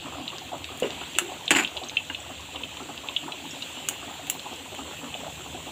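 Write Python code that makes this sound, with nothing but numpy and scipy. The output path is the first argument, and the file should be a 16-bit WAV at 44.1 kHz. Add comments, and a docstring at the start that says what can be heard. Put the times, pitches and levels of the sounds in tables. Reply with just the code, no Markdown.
"""A pot simmers on a stove in a small kitchen, close to a phone microphone, for 5.7 seconds. Throughout, shaped
noise gives steam hiss and burner rumble, and gliding tones give gurgling bubbles. From 0.3 s damped pot modes
tick, thickest from 1.4 to 2.2 s; from 0.8 s drops spit as noise bursts. At 0.8, 1.2 and 1.5 s a utensil knocks
dully on the pot; at 0.8 s a short rough splash goes with it, and at 1.5 s the utensil scrapes along the pot. An
echo and a short diffuse tail put these events in the room."""
import sys
import numpy as np
from scipy import signal
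from scipy.io import wavfile
from scipy.ndimage import uniform_filter1d

SR = 44100
rng = np.random.default_rng(int(sys.argv[2]) if len(sys.argv) > 2 else 0)


def gain_from_db(level_db):
    """Turn a decibel level (scalar or array-like) into a linear amplitude factor."""
    decades = np.asarray(level_db, float) / 20
    return 10 ** decades


def master_out(mix):
    """Clip the mix to full scale and print it as 16-bit PCM to the path in sys.argv[1]."""
    frames = np.transpose(np.atleast_2d(mix))
    ceiling = np.clip(frames, -1, 1)
    pcm = np.round(ceiling * 32767).astype(np.int16)
    wavfile.write(sys.argv[1], SR, pcm)


N = 251811  # length in samples

# All event levels are at the microphone, before the echo and tail of the room.
# Larger bubbles. Each row: start in seconds, peak level in dB, starting pitch in Hz, length in cycles.
BUBBLES = [(.065, -37, 730, 6.9), (0.134, -33, 950, 5.3), (.18, -38, 700, 7), (0.331, -40, 1150, 9.5),
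           (0.528, -30.5, 692, 17), (.69, -36, 1120, 8), (1.016, -33, 1320, 6.2), (1.295, -36, 756, 10),
           (1.76, -44, 610, 10), (1.815, -32, 720, 11.6), (2.1, -30, 1540, 12), (2.3, -32, 670, 5.5),
           (2.547, -35.5, 1100, 8.1), (2.606, -38, 930, 14), (2.803, -34.5, 1250, 10),
           (2.8, -40.5, 375, 18), (2.897, -38, 813, 12), (3.044, -35, 1110, 7.7), (3.093, -36, 1050, 13),
           (3.23, -36, 292, 14), (3.28, -30, 920, 8.6), (3.914, -38.5, 790, 18), (3.44, -39, 816, 10),
           (3.77, -40, 800, 6.6), (4.029, -32.5, 1180, 7.4), (4.34, -40, 770, 8.7), (4.461, -35, 1000, 15),
           (4.521, -36, 764, 5.9), (4.723, -42, 594, 11), (4.79, -38, 700, 7), (4.93, -41, 1310, 7),
           (5.024, -48, 695, 8.9), (5.035, -39.5, 279, 19), (5.055, -36, 1250, 6.5), (5.15, -30, 650, 5.8),
           (5.21, -35.5, 254, 6.6), (5.234, -29, 644, 4.5), (5.265, -29, 666, 7.5), (5.279, -32, 766, 7.6),
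           (5.4, -45, 700, 23), (5.459, -40.5, 275, 10), (5.54, -37.5, 356, 10.4), (5.546, -32.5, 720, 12),
           (5.668, -33, 680, 5.2)]
# Pitch balance of the small bubbles. Each row: pitch in Hz, relative level in dB.
FROTH = [(250, 3), (420, -9), (680, 2), (1000, -2), (1600, -6.5)]
# Vigour of the boil, before its random surges. Each row: time in seconds, gurgle level in dB.
BOIL = [(0, -51), (.15, -44), (.3, -52), (.7, -47), (1.1, -47.5), (1.3, -46), (1.8, -47), (2.1, -50),
        (2.6, -51), (2.72, -50.5), (3.1, -49.5), (3.6, -51), (4.2, -47), (4.4, -51.5), (4.8, -47.5),
        (5.3, -54), (5.45, -50), (5.71, -50)]
# Clearer ticks on the pot. Each row: start in seconds, peak level in dB, centre in Hz,
# spread in octaves, time until damped to half in ms.
TICKS = [(0.278, -19, 3540, 0.42, 7.1), (0.3024, -25.5, 2930, .33, 2.8), (.3825, -26.5, 4660, 0.58, 3),
         (.6424, -21, 3300, 1.3, 4), (0.8302, -21.5, 2810, 0.44, 5), (.9048, -23, 4500, 0.94, 4),
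         (1.1505, -22, 3300, 0.97, 3.7), (1.161, -26, 2730, .23, 7.1), (1.4566, -29, 6500, .5, 3),
         (1.4794, -12.5, 3230, .3, 3.2), (1.507, -10, 2580, 0.18, 2.7), (1.5499, -13, 2600, .15, 3.1),
         (1.6471, -12, 3000, 0.27, 3.4), (1.675, -19.5, 3380, .6, 2.9), (1.7674, -20, 3660, .46, 3.6),
         (1.773, -19, 3320, 0.49, 4.4), (1.8357, -22.5, 3640, 0.46, 4.9), (1.844, -32, 6400, .4, 3.9),
         (1.8854, -28.5, 6130, 0.19, 11), (1.8958, -19, 3700, .88, 0.97), (1.9691, -8.5, 2800, 0.37, 6.2),
         (2.0985, -22.5, 2040, .7, 20), (2.1465, -19.5, 3110, 0.32, 7.6), (2.2027, -33.5, 7140, .16, 6.8),
         (2.5584, -25, 3160, .44, 7.6), (2.6346, -17.5, 3040, 0.3, 6.5), (2.7703, -28.5, 3100, 0.31, 2.2),
         (2.9762, -24.5, 3780, .77, 4.3), (3.0865, -17.5, 3020, .39, 2.4), (3.1636, -13, 3220, 0.28, 8.3),
         (3.3201, -20, 3280, 0.42, 8.8), (3.509, -29.5, 5900, .17, 5.8), (3.6217, -21, 3640, 0.49, 10),
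         (4.3942, -23.5, 3680, 0.55, 3.1), (5.141, -22.5, 3090, 0.23, 5.2)]
# Modes of the pot. Each row: nominal frequency in Hz, relative level in dB, t60 in seconds.
POT_MODES = [(1330, 2, .02), (1710, 6, 0.022), (1950, 4.5, 0.035), (2160, -30, 0.012), (2676, 11, 0.055),
             (2910, 8, 0.045), (3430, 9.5, 0.028), (3804, 4.5, 0.16), (4190, 3.5, 0.014), (4570, 1, 0.027),
             (5600, 0.5, 0.027), (6400, 0.5, 0.044), (7550, 9, .02)]
# Spitting drops. Each row: start in seconds, peak level in dB, brightness in dB per octave,
# length of the spray in ms, extra level above 13 kHz in dB.
SNAPS = [(.775, -29, 12, 1.5, 2), (0.8007, -24, 6.5, 2, -1), (1.1861, -2.5, 0.5, 2.25, -1),
         (1.507, -4, -2, 14.6, 2), (3.887, -5.5, 4.5, 3.1, 5), (4.27, -26, 3, 2, 10),
         (4.2989, -4, 7.5, 2.8, 8.5), (4.749, -27.5, 1, 2, 0)]
# Spectrum of a spitting drop. Each row: frequency in Hz, relative density in dB per Hz.
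SNAP_SPECTRUM = [(180, -34), (400, 0), (1060, 4), (2170, 9.5), (2840, 14.5), (3900, 1), (5160, -11),
                 (7080, 10.5), (8000, 6), (9400, -2.5), (12000, -9), (15200, -11), (16800, -12)]
# Dull utensil knocks. Each row: start in seconds, peak level in dB, pitch in Hz, t60 in seconds.
KNOCKS = [(.823, -15, 504, 0.015), (0.843, -22, 413, 0.022), (0.858, -25.5, 432, 0.038),
          (1.162, -31, 345, 0.033), (1.214, -30, 349, 0.2), (1.507, -19, 314, 0.19),
          (1.55, -27, 284, 0.062)]
# Rough rubbing noise, one list a stroke: first a short rough splash at 0.8 s, then the utensil rubbing on the
# pot at 1.5 s. Each row: time in seconds, pressure level in dB.
SCRAPES = [
    [(.823, -33), (.835, -35), (.85, -35.5), (.875, -44)],
    [(1.508, -15.5), (1.525, -26.5), (1.545, -33), (1.555, -22), (1.565, -17), (1.575, -20), (1.6, -22),
     (1.62, -33), (1.645, -29.5)],
]
# Spectrum of rubbed metal. 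Each row: frequency in Hz, relative density in dB per Hz.
RUBBED_SPECTRUM = [(100, -36), (240, 4.5), (370, 1), (520, -16), (860, 1.5), (1150, -6.5), (1400, -4),
                   (2300, -1.5), (2640, -0.5), (3400, -10.5), (4900, -20), (6500, -25), (7000, -3.5),
                   (7700, -11.5), (8900, -28.5), (14000, -32)]
# Steam hiss with the peaks of the microphone port. Each row: frequency in Hz, relative density in dB per Hz.
HISS_SPECTRUM = [(700, -24), (1300, -15.5), (1900, -10), (2300, -7.5), (2650, 0), (3300, -1), (4200, -9.5),
                 (5200, -23), (6500, -14.5), (7400, -6.5), (8900, -22.5), (10300, -25), (11600, -28),
                 (15300, -20.5), (15800, -60)]
# Slow drift of the steam. Each row: time in seconds, relative hiss level in dB,
# extra level from 5.2 to 9.5 kHz in dB, extra level above 9.5 kHz in dB.
STEAM_DRIFT = [(0, 0.5, -0.5, -0.5), (.6, 0, -0.5, 0.5), (1, 3.5, -0.5, -1), (2, -1, 1.5, 1),
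               (2.5, 0, 1, 0), (3.4, 1, 0.5, 0.5), (3.65, 2.5, 1.5, 2), (3.8, 2.5, 1, 0),
               (4.1, 1.5, 0.5, 0.5), (5.71, 0, 3.5, 2.5)]
# Burner rumble under the pot. Each row: frequency in Hz, relative density in dB per Hz.
RUMBLE_SPECTRUM = [(30, -33), (50, -19), (76, 5.5), (105, -3), (150, 1.5), (200, -7), (300, -10), (430, -9),
                   (650, -6.5), (1000, -15.5), (1800, -22)]
# Decay of the kitchen. Each row: frequency in Hz, t60 in seconds.
KITCHEN_DECAY = [(200, 0.24), (1000, 0.21), (3000, 0.15), (8000, 0.12), (15000, 0.2)]


def evened(x):
    """Scales to an rms of one."""
    return x / np.sqrt(np.mean(x ** 2) + 1e-20)


def peaked(x):
    """Scales to a peak of one."""
    return x / (abs(x).max() + 1e-20)


def read(points, hz):
    """Reads a table over frequency on a log-frequency axis."""
    f, value = np.transpose(points)
    return np.interp(np.log(hz + 1), np.log(f + 1), value)


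def add(mix, s, sound):
    """Adds a sound to the mix at s seconds."""
    part = mix[round(s * SR):][:len(sound)]
    part += sound[:len(part)]


def coloured(x, points, tilt_db=0):
    """Minimum-phase filter, its phase taken from the log gain; the tilt in dB per octave turns about 3 kHz."""
    hz = abs(np.fft.fftfreq(4096, 1 / SR))
    gain_db = read(points, hz) + tilt_db * np.log2((hz + 1) / 3000)
    log_gain = np.log(gain_from_db(np.maximum(gain_db, -100)))
    taps = np.fft.ifft(np.exp(np.conj(signal.hilbert(log_gain)))).real[:1024]
    return signal.oaconvolve(x, taps)


def noise(field_db, size):
    """Noise of rms one from random short-time spectra under a dB field of bins by frames."""
    a, b = rng.standard_normal(field_db.T.shape + (2,)).T
    spectra = (a + 1j * b) * gain_from_db(field_db)
    return evened(signal.istft(spectra, nperseg=size, noverlap=size * 3 // 4)[1][:N])


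def patches(bins, frames, wide, long):
    """Random field of rms one, smoothed over a number of bins and of frames."""
    field = rng.standard_normal((frames, bins)).T
    return evened(uniform_filter1d(uniform_filter1d(field, size=wide, axis=0), size=long, axis=1))


def random_bursts(per_s, spread_db):
    """Impulses at random samples, with an exponential spread of levels in dB."""
    strength = gain_from_db(spread_db * np.minimum(rng.exponential(1, N), 4))
    return strength * (rng.random(N) < per_s / SR)


def bubble(hz, cycles, glide):
    """A pocket of steam rings and rises in pitch as it reaches the surface."""
    u = np.arange(0, 1, hz / (SR * max(cycles, 2)))  # share of its life
    ring = np.sin(2 * np.pi * cycles * (u + glide * u ** 2))
    return peaked(ring * u ** 0.89 * (1 - u) ** 2.23)


def boil_level():
    """Gurgle gain: the boil swells and sinks at random, and froth rises around every larger bubble."""
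    points_per_s, surge_db = 18, 3
    trail_db, trail_lead_s, trail_s = -45, 0.021, 0.058
    t, (s, db) = np.arange(N) / SR, np.transpose(BOIL)
    swings = np.interp(t * points_per_s, np.arange(200), rng.standard_normal(200))
    surge = gain_from_db(np.interp(t, s, db) + surge_db * np.clip(swings, -3, 1.5))
    trails = np.zeros(N)
    for start, *_ in BUBBLES:
        add(trails, start - trail_lead_s, np.hanning(round(trail_s * SR)))
    return surge + gain_from_db(trail_db) * np.minimum(trails, 1)


def gurgle(per_s, spread_db, calm_db):
    """Many short bubbles of thirty sizes come in random clumps; their level follows the surging boil."""
    clumps = np.exp(0.45 * evened(signal.resample(rng.standard_normal(N // 500), N)))
    starts = random_bursts(clumps * per_s, spread_db)
    kind, shape, out = rng.integers(0, 30, N), rng.random((30, 2)), np.zeros(N)
    for k, hz in enumerate(np.geomspace(FROTH[0][0], FROTH[-1][0], 30)):
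        grain = bubble(hz, 4 + 7 * shape[k, 0], 0.19 * shape[k, 1])
        grain = grain * gain_from_db(read(FROTH, hz)) * np.sqrt(hz)  # the root makes up for shorter high grains
        out += signal.oaconvolve(starts * (kind == k), grain)[:N]
    return np.hypot(boil_level(), gain_from_db(calm_db)) * evened(out)  # the boil never stops between surges


def tick(db, hz, octaves, ms, chance):
    """The pot modes near the centre ring together, and are damped soon after the contact ends."""
    t = np.arange(1300) / SR
    ring = np.zeros(len(t))
    for (f, level, t60), c in zip(POT_MODES, chance):
        off_centre_db = 12.7 * (np.log2(f / hz) / octaves) ** 2
        mode_hz = f * (0.9615 + 0.12 * c)  # a little different at each tick
        ring += gain_from_db(level - off_centre_db - 60 * t / t60) * np.sin(2 * np.pi * mode_hz * t)
    damped = 1 / (1 + (t / (max(ms, 0.5) / 1000)) ** 4)
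    onset = np.minimum(t / 0.00082, 1)
    return gain_from_db(db) * peaked(ring * damped * onset)


def faint_ticks(per_s):
    """Rows like those of TICKS, at random moments, levels and centres."""
    a, b, c = rng.random((round(per_s * N / SR), 3)).T
    hz = 2800 * (7300 / 2800) ** c
    octaves, ms = 0.54, 4
    return [(s, db, f, octaves, ms) for s, db, f in zip(a * N / SR, -35 - 0.5 * b, hz)]


def snap(db, tilt_db, ms, top_db, grain):
    """The skin of a drop bursts with a sharp front, then a few milliseconds of noisy spray."""
    t = np.arange(len(grain)) / SR
    spray = grain * (np.exp(-(t / (max(ms, 0.5) / 1000)) ** 3) + 0.61 * np.exp(-t / 0.0048))
    colour = [(hz, level + top_db * (hz > 13000)) for hz, level in SNAP_SPECTRUM]
    front = 9 * coloured(1.0 * (t == 0), SNAP_SPECTRUM)
    return gain_from_db(db) * peaked(coloured(spray, colour, tilt_db) + front)


def knock(db, hz, t60):
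    """A dull thud: a decaying mode with one weaker mode below and one above."""
    t = np.arange(6000) / SR
    modes = [(0.55, 0.22), (1, 1), (1.3, 0.16)]  # ratio to the pitch, share
    ring = sum(share * np.sin(2 * np.pi * ratio * hz * t) for ratio, share in modes)
    onset = np.minimum(t / 0.0041, 1)
    return gain_from_db(db) * peaked(ring * gain_from_db(-60 * t / t60) * onset)


def scrape(rows, grit_db=3.5):
    """Dense uneven slips with the colour of rubbed metal under the pressure curve; light strokes are duller."""
    s, db = np.transpose(rows)
    t = np.arange(s[0], s[-1], 1 / SR)
    grit = evened(uniform_filter1d(rng.standard_normal(8000), size=60))
    slips = rng.standard_normal(8000) * gain_from_db(grit_db * grit)
    tilt_db = 0.12 * (db.max() + 21.5)
    sound = evened(coloured(slips, RUBBED_SPECTRUM, tilt_db)[:len(t)])
    return s[0], sound * gain_from_db(np.interp(t, s, db)) * signal.windows.tukey(len(t), 0.1)


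def hiss(level_db, patchy_db):
    """Smooth steam noise that drifts slowly, with faint drifting patches."""
    t, hz = np.arange(N // 256 + 5) * 256 / SR, np.fft.rfftfreq(1024, 1 / SR)
    s, *columns = np.transpose(STEAM_DRIFT)
    drift_db, mid_db, top_db = (np.interp(t, s, c) for c in columns)
    fizz_db = np.outer((hz > 5200) & (hz < 9500), mid_db) + np.outer(hz >= 9500, top_db)
    patch_db = patchy_db * patches(len(hz), len(t), wide=10, long=8)
    field_db = read(HISS_SPECTRUM, hz)[:, None] + drift_db + fizz_db + patch_db
    return gain_from_db(level_db) * noise(field_db, size=1024)


def crackle(level_db, per_s, spread_db):
    """Tiny decaying steam bursts, too many to tell apart, with the colour of the hiss."""
    decay = np.exp(-np.arange(200) / 40)
    bursts = signal.oaconvolve(random_bursts(per_s, spread_db), decay)[:N] * rng.standard_normal(N)
    return gain_from_db(level_db) * evened(coloured(bursts, HISS_SPECTRUM)[:N])


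def rumble(level_db, swell_db):
    """Low noise of the flame, swelling a little in broad bands."""
    hz = np.fft.rfftfreq(8192, 1 / SR)
    outside_octaves = abs(np.log2(np.clip(hz, 30, 1800) / (hz + 1)))
    fading_db = read(RUMBLE_SPECTRUM, hz) - 12 * outside_octaves
    swell = patches(len(hz), N // 2048 + 5, wide=12, long=5)
    return gain_from_db(level_db) * noise(fading_db[:, None] + swell_db * swell, size=8192)


def kitchen(x):
    """Three dense tails take turns, each band dying at its own speed, so that like hits ring differently."""
    taps = rng.standard_normal((3, SR // 2)) * (np.arange(SR // 2) > 130)  # silent for the first 3 ms
    hz, t, z = signal.stft(taps, SR, nperseg=256)
    decay = gain_from_db(-60 * t / read(KITCHEN_DECAY, hz)[:, None])
    tails = signal.istft(z * decay, SR, nperseg=256)[1]
    phase = np.arange(N) * 40 / SR + np.arange(3)[:, None] / 3  # 40 turns a second
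    turn = np.sqrt(2 / 3) * np.cos(2 * np.pi * phase)
    return signal.oaconvolve(x * turn, tails / np.linalg.norm(tails[0]), axes=1).sum(0)[:N]


def scene():
    """Close events ring into the kitchen over the steady simmer."""
    events = gurgle(per_s=480, spread_db=2.5, calm_db=-53.5)
    for s, db, hz, cycles in BUBBLES:
        add(events, s, gain_from_db(db) * bubble(hz, cycles, glide=0.018))
    ticks = TICKS + faint_ticks(per_s=2)
    for (s, *row), chance in zip(ticks, rng.random((len(ticks), len(POT_MODES)))):
        add(events, s, tick(*row, chance))
    for s, *row in SNAPS:
        add(events, s, snap(*row, rng.standard_normal(2500)))
    for s, *row in KNOCKS:
        add(events, s, knock(*row))
    for rows in SCRAPES:
        add(events, *scrape(rows))
    events += gain_from_db(-13.5) * np.roll(events, round(0.0081 * SR))  # one echo off a near wall
    steam = hiss(level_db=-42, patchy_db=1.92) + crackle(level_db=-53.5, per_s=200, spread_db=1.5)
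    simmer = steam + rumble(level_db=-49, swell_db=3)
    return (simmer + events + gain_from_db(-8.5) * kitchen(events))[None]


def low_pass(x):
    """Removes everything above the highest recorded frequency."""
    return signal.sosfilt(signal.butter(12, 16810, fs=SR, output="sos"), x)


def record(dry):
    """The top band is cut hard, leaving a faint shelf."""
    edge_hz, shelf_db = 15550, -24
    lowpass = signal.firwin(511, edge_hz, window=("kaiser", 8), fs=SR)
    low = signal.oaconvolve(dry, lowpass[None], "same")
    mix = low + gain_from_db(shelf_db) * (dry - low)
    return low_pass(mix)


dry = scene()
out = record(dry)
master_out(out)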